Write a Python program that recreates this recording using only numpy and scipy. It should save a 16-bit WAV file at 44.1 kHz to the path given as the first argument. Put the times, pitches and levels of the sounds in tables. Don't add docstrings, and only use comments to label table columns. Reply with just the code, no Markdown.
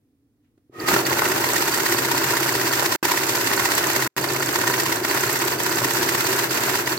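import sys
import numpy as np
from scipy import signal
from scipy.fft import rfft, irfft, next_fast_len
from scipy.io import wavfile
from scipy.ndimage import uniform_filter1d

SR = 44100
rng = np.random.default_rng(int(sys.argv[2]) if len(sys.argv) > 2 else 0)


def transcribe(u):
    v = np.clip(np.atleast_2d(u).T, -1, 1)
    q = np.round(v * 32767).astype(np.int16)
    wavfile.write(sys.argv[1], SR, q)


N = 307818
T = np.arange(N) / SR
PADDED = next_fast_len(N + 16384, True)
FREQ = np.maximum(np.fft.rfftfreq(PADDED, 1 / SR), 1)
ROLLER_HZ = 16.25

# frequency in Hz, width in Hz, relative level in dB.
CASE_MODES = [(138.6, 23, -8.5), (188, 18, -16), (253, 14, -37), (296, 18, -6), (336.8, 47, 0.5),
              (372.8, 37, 0.5), (409, 16, -11.5), (563, 48, -11.5)]
# frequency in Hz, width in Hz, relative level in dB.
FRAME_MODES = [(377, 62, -6), (614, 57, -6), (867, 18, -10.5), (975, 121, 2), (1428, 153, -3.5),
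               (1834, 128, 2), (2630, 90, -9), (4600, 680, -25), (6200, 600, -19)]
# turns done, time in seconds.
ROLLER_PACE = [(0, 0.886), (1, 0.941), (9, 1.444), (17, 1.924), (24, 2.371), (31, 2.796), (36, 3.117),
               (41, 3.413), (51, 4.025), (53, 4.181), (58, 4.49), (59, 4.56), (60, 4.615), (70, 5.237),
               (84, 6.092), (86, 6.208), (93, 6.637), (99, 6.993)]
MISSED_TURNS = [2, 66, 75, 90, 96, 98]


def undb(db):
    return 10 ** (np.asarray(db) / 20)


def unit(x):
    return x / np.sqrt(np.mean(x ** 2))


def pan(x, left_db):
    return x * undb(np.array([[left_db], [-left_db]]) / 2)


def curve(points):
    hz, value = np.transpose(points)
    return np.interp(np.log(FREQ), np.log(hz), value)


def filtered(x, gain):
    return irfft(rfft(x, PADDED) * gain, PADDED)[..., :N]


def walk(rate_hz):
    return unit(filtered(rng.standard_normal(N), np.exp(-(FREQ / rate_hz) ** 2)))


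def noise():
    # frequency in Hz, correlation between the microphones.
    likeness = [(30, -0.8), (100, 1), (350, 1), (460, 0.71), (550, 0.31), (750, 0.58), (1300, 0.1),
                (1650, 0.27), (1880, 0.74), (2300, -0.017), (2900, -0.52), (4600, 0.17), (6500, -0.31),
                (9000, -0.015)]
    alike = np.clip(curve(likeness), -.99, .99)
    mid, side = filtered(rng.standard_normal((2, N)), np.sqrt([1 + alike, 1 - alike]))
    return unit(np.array([mid + side, mid - side]))


def crackle(spread_db, size=24):
    strengths = np.clip(rng.standard_normal(N // size + 1), -2.5, 2.5)
    grains = np.repeat(strengths, size)[:N]
    return unit(noise() * undb(spread_db * grains))


def colour(x, points):
    cepstrum = irfft(np.log(unit(undb(curve(points)))), PADDED)
    cepstrum[1:PADDED // 2] *= 2
    cepstrum[PADDED // 2 + 1:] = 0
    return filtered(x, np.exp(rfft(cepstrum)))


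def ring(x, modes):
    gain = sum(undb(db) / (1 + 1j * hz / width * (FREQ / hz - hz / FREQ)) for hz, width, db in modes)
    return filtered(x, gain / np.sqrt(np.mean(abs(gain) ** 2)))


def even(x, size=300):
    return x / np.sqrt(uniform_filter1d(np.mean(x ** 2, axis=0), size) + 1e-9)


def taps(times, dbs):
    return np.bincount((np.asarray(times) * SR).astype(int), undb(dbs), N)


def bursts(times, dbs, rise, fall, size=4000):
    power = np.zeros(N)
    for s, db in zip(times, dbs):
        near = slice(max(int(s * SR) - size, 0), int(s * SR) + size)
        age = T[near] - s
        power[near] += undb(db) ** 2 * np.exp(2 * np.where(age < 0, age / rise, -age / fall))
    return np.sqrt(power)


def turn_time(turn):
    return np.interp(turn, *np.transpose(ROLLER_PACE))


def note_turns():
    return np.setdiff1d(np.arange(ROLLER_PACE[-1][0]), MISSED_TURNS)


def each_turn(turns, phase, db, scatter_db, jitter_s):
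    late, strong = np.clip(rng.standard_normal((len(turns), 2)), -2, 2).T
    times = turn_time(turns + phase) + jitter_s * late
    return np.clip(times, 0, T[-1]), db + scatter_db * strong


def room_tone():
    # frequency in Hz, relative level in dB.
    air_spectrum = [(15, -43), (25, -19), (43, -14), (108, -3.5), (200, -16), (242, -4.5), (301, -1),
                    (344, -14.5), (489, -17), (545, -26), (911, -32), (7920, -41.5), (9320, -39),
                    (14800, -39), (16000, -39)]
    return colour(noise(), air_spectrum) * undb(-65.5)


def start_key():
    brush = noise() * bursts([.45], [-76], rise=0.018, fall=.04, size=8000)
    click = noise() * bursts([.578], [-65], rise=.001, fall=.008)
    return (colour(brush, [(500, -20), (1500, 0), (3000, -2), (5000, -14), (16000, -22)])
            + colour(click, [(200, 3.5), (1500, -3), (4500, -14), (16000, -22)]))


def case_thuds():
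    # time in seconds, strength in dB.
    catches = [(.579, -49), (.697, -38), (0.934, -22), (1.014, -21), (1.117, -19), (1.221, -16.5),
               (2.138, -14.5), (2.184, -17.5), (2.565, -12.5), (4.689, -16), (5.855, -13.5)]
    # frequency in Hz, relative level in dB.
    thump_spectrum = [(20, -24), (60, -5.5), (110, -2), (220, -1), (600, -32), (16000, -68)]
    light = each_turn(note_turns(), phase=0.041, db=-28, scatter_db=3, jitter_s=.003)
    jolts = taps(*np.hstack([light, np.transpose(catches)]))
    soft_jolts = filtered(jolts, np.exp(-(FREQ / 480) ** 2))
    thump = noise() * bursts([.931], [-26], rise=0.0037, fall=0.015)
    return ring(soft_jolts, CASE_MODES) * undb(20.5) + colour(thump, thump_spectrum)


def drive(drive_db, whine_db):
    # time in seconds, relative level in dB.
    hum_swell = [(0.85, -55), (0.91, -42), (1.33, -39.4), (1.75, -55), (1.93, -37.5), (3.07, -43),
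                 (3.13, -50), (3.31, -42.6), (3.85, -53), (3.97, -38), (5.05, -41.5), (5.29, -35),
                 (5.77, -41), (5.83, -31), (5.89, -42.5), (6.91, -39.5)]
    # multiple of the roller speed, relative level in dB.
    hum_partials = [(7, -9), (8, 0), (21, -3), (24, -4), (29, -6.5), (37, -6)]
    # frequency in Hz, relative level in dB.
    rumble_spectrum = [(20, -47), (38, -38), (50, -27), (80, -11), (110, 2.5), (170, 3), (250, -5),
                       (500, -4), (1500, -35), (16000, -61)]
    # frequency in Hz, width in Hz, relative level in dB.
    whine_modes = [(1250, 35, 9), (1860, 86, 1.5), (2370, 160, -12)]
    turns = np.cumsum(ROLLER_HZ * (1 + .025 * walk(10))) / SR
    teeth = noise()[:, (turns % 1 * SR / ROLLER_HZ).astype(int)]
    shake = (crackle(spread_db=2) + 0.49 * teeth) * undb(drive_db + walk(51))
    hum_db = np.interp(T, *np.transpose(hum_swell))
    hum = sum(undb(hum_db + db + 1.3 * walk(11)) * np.sin(2 * np.pi * k * turns)
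              for k, db in hum_partials)
    rumble = colour(noise(), rumble_spectrum) * undb(-42)
    whine = ring(noise(), whine_modes) * undb(whine_db)
    return ring(shake, CASE_MODES) * undb(-30.5) + (hum + rumble) * undb(drive_db) + whine


def paper(rub_db):
    # time in seconds, relative level in dB.
    snap_levels = [(0.89, -20.5), (1.5, -24.5), (2.73, -24.4), (3.05, -23), (3.35, -26), (3.72, -23),
                   (4.49, -25), (4.61, -22.5), (5.72, -26), (5.79, -24.0), (6.7, -28), (6.87, -22.5)]
    swish_levels = [(0.89, -26.0), (1.45, -31.5), (1.69, -26.5), (3.66, -25.5), (3.78, -21.5), (3.84, -38),
                    (4.03, -24.5), (4.25, -32), (4.86, -26.3), (5.05, -29.5), (6.33, -26.5), (6.87, -31.5)]
    # time in seconds, strength in dB.
    cracks = [(3.052, -23), (3.657, -23), (4.025, -20), (4.802, -25), (6.753, -26)]
    # frequency in Hz, relative level in dB.
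    rub_spectrum = [(200, -23), (600, -4.5), (950, 7.5), (1200, 3.5), (1500, 8.5), (2000, 3), (2350, -0.5),
                    (2650, 3.5), (3200, -4.5), (4600, -3), (8500, -4), (9300, -11), (10500, -9.5),
                    (12000, -3.5), (14000, -2), (16000, -9.5)]
    swish_spectrum = [(500, -20.5), (2000, 3.5), (3200, 1.5), (4600, 5), (6000, 1.5), (8500, 2),
                      (9500, -11.5), (10700, -3), (12000, 3), (16000, -7)]
    snaps, uneven_db = each_turn(note_turns(), phase=0, db=0, scatter_db=1.45, jitter_s=.0004)
    snap_db = np.interp(snaps, *np.transpose(snap_levels)) + uneven_db
    swish_db = np.interp(snaps, *np.transpose(swish_levels)) + uneven_db
    sag_db = -8.5 * sum(np.exp(-((T - miss - 0.035) / 0.023) ** 2) for miss in turn_time(MISSED_TURNS))
    gap = bursts(snaps + 0.016, np.zeros_like(snaps), rise=0.0077, fall=0.0092)
    lull = 1 - np.clip(.4 * gap, 0, .9)
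    rub = colour(crackle(spread_db=2.5) * lull * undb(rub_db + sag_db + 1.28 * walk(60)), rub_spectrum)
    flap = even(ring(crackle(spread_db=1.5), FRAME_MODES))
    flap *= bursts(snaps + 0.00066, snap_db, rise=0.0049, fall=0.0039)
    slap = ring(taps(snaps, snap_db) + taps(*np.transpose(cracks)), FRAME_MODES)
    leaving = bursts(snaps, swish_db, rise=0.0081, fall=0.012)
    landings = each_turn(note_turns(), phase=0.33, db=-34, scatter_db=3.5, jitter_s=0.0018)
    settling = bursts(*landings, rise=0.015, fall=0.0035)
    swish = colour(crackle(spread_db=2.5) * np.hypot(leaving, settling), swish_spectrum)
    return rub * undb(-26) + flap * undb(5.5) + slap * undb(16) + pan(swish, left_db=0.98) * undb(5)


def rubber_squeaks():
    # time in seconds, strength in dB.
    first_slips = [(0.802, -33.5), (0.876, -30), (0.991, -27)]
    pitch_hz = 4550 + 190 * walk(600)
    tone = np.sqrt(2) * np.sin(2 * np.pi * np.cumsum(pitch_hz) / SR)
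    slips = each_turn(np.arange(2, ROLLER_PACE[-1][0]), phase=.735, db=-32, scatter_db=3, jitter_s=.0022)
    squeak = tone * bursts(*np.hstack([slips, np.transpose(first_slips)]), rise=0.0012, fall=0.0025)
    return pan(squeak, left_db=-11.5) * undb(1)


def stacker_ticks():
    # frequency in Hz, relative level in dB.
    tick_spectrum = [(1000, -25), (4000, -3), (7000, 13), (8500, 13.5), (9700, -5.5), (12000, 16),
                     (16000, -27)]
    edges = each_turn(note_turns(), phase=0.512, db=-33.5, scatter_db=3.5, jitter_s=.0014)
    tick = colour(crackle(spread_db=3) * bursts(*edges, rise=0.0014, fall=0.0058), tick_spectrum)
    return pan(tick, left_db=-10) * undb(3)


def feed_knocks():
    # time in seconds, strength in dB.
    hard = [(0.918, -18), (0.965, -14), (0.996, -23), (1.115, -20), (1.191, -20), (1.221, -14.5),
            (1.26, -17), (2.148, -19.5), (2.338, -19), (2.826, -16.5), (3.515, -17.5), (3.576, -20),
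            (4.64, -21), (4.7, -19.5)]
    # frequency in Hz, relative level in dB.
    knock_spectrum = [(100, -8), (400, 7), (900, -2), (1450, 4.5), (1900, -10.5), (4000, -6.5), (16000, -7)]
    chatter = even(colour(ring(crackle(spread_db=1), FRAME_MODES), knock_spectrum))
    light = each_turn(note_turns(), phase=0.585, db=-24.5, scatter_db=3, jitter_s=0.0082)
    force = bursts(*np.hstack([light, np.transpose(hard)]), rise=0.0019, fall=0.0046)
    return chatter * force * undb(2.5)


def reflections(x, t60=0.3, wet_db=-15, size=16384):
    age = T[:size]
    tail = noise()[:, :size] * np.exp(-np.log(1000) * age / t60) * (age > .003)
    tail = signal.lfilter([1], [1, -.4], tail)
    tail /= np.sqrt(np.sum(tail ** 2, axis=1, keepdims=True))
    return x + undb(wet_db) * signal.fftconvolve(x, tail, axes=1)[:, :N]


def scene():
    # time in seconds, then gains in dB of drive, rubbing and whine.
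    load = [(0, -90, -90, -110), (.69, -70, -92, -105), (.725, -24, -57, -66), (.74, -14.5, -36, -55),
            (.77, -15, -31, -42.5), (.81, -3.5, -10.5, -37.5), (.86, -1.5, -10.5, -31.5),
            (.89, 5.5, 7.5, -29), (.97, 4.5, 3, -42), (1.1, 1.5, 2.5, -46), (3.3, -0.5, 2, -47),
            (3.7, 0.5, 3, -36.5), (4.3, 0, -1, -45), (4.8, 0, 1.5, -49), (5.4, -1.5, 1.5, -46),
            (6.2, 1, 3, -59), (6.98, -1.5, 2, -50)]
    times, *gains = np.transpose(load)
    drive_db, rub_db, whine_db = (np.interp(T, times, db) for db in gains)
    counter = start_key() + paper(rub_db) + feed_knocks() + rubber_squeaks() + stacker_ticks()
    counter += drive(drive_db, whine_db) + case_thuds()
    return reflections(counter) + room_tone()


def record(dry):
    # frequency in Hz, left minus right in dB.
    balance = [(130, 0.5), (310, -2), (500, 3), (760, 8.5), (1030, -5), (1350, -4.5), (1680, 4), (2050, -5),
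               (3400, 0), (6500, -7), (10000, 2), (12000, -0.5), (16000, -1.5)]
    dropouts = [(2.961, 3.028), (4.076, 4.165)]
    heard = filtered(dry, undb(np.outer([.5, -.5], curve(balance))))
    dropped = sum((T > start) & (T < end) for start, end in dropouts)
    gain = uniform_filter1d(1 - dropped * (1 - undb(-54.5)), size=64)
    lowpass = signal.ellip(12, .2, 80, 16100, fs=SR, output="sos")
    return signal.sosfilt(lowpass, heard * gain)


dry = scene()
out = record(dry)
transcribe(out)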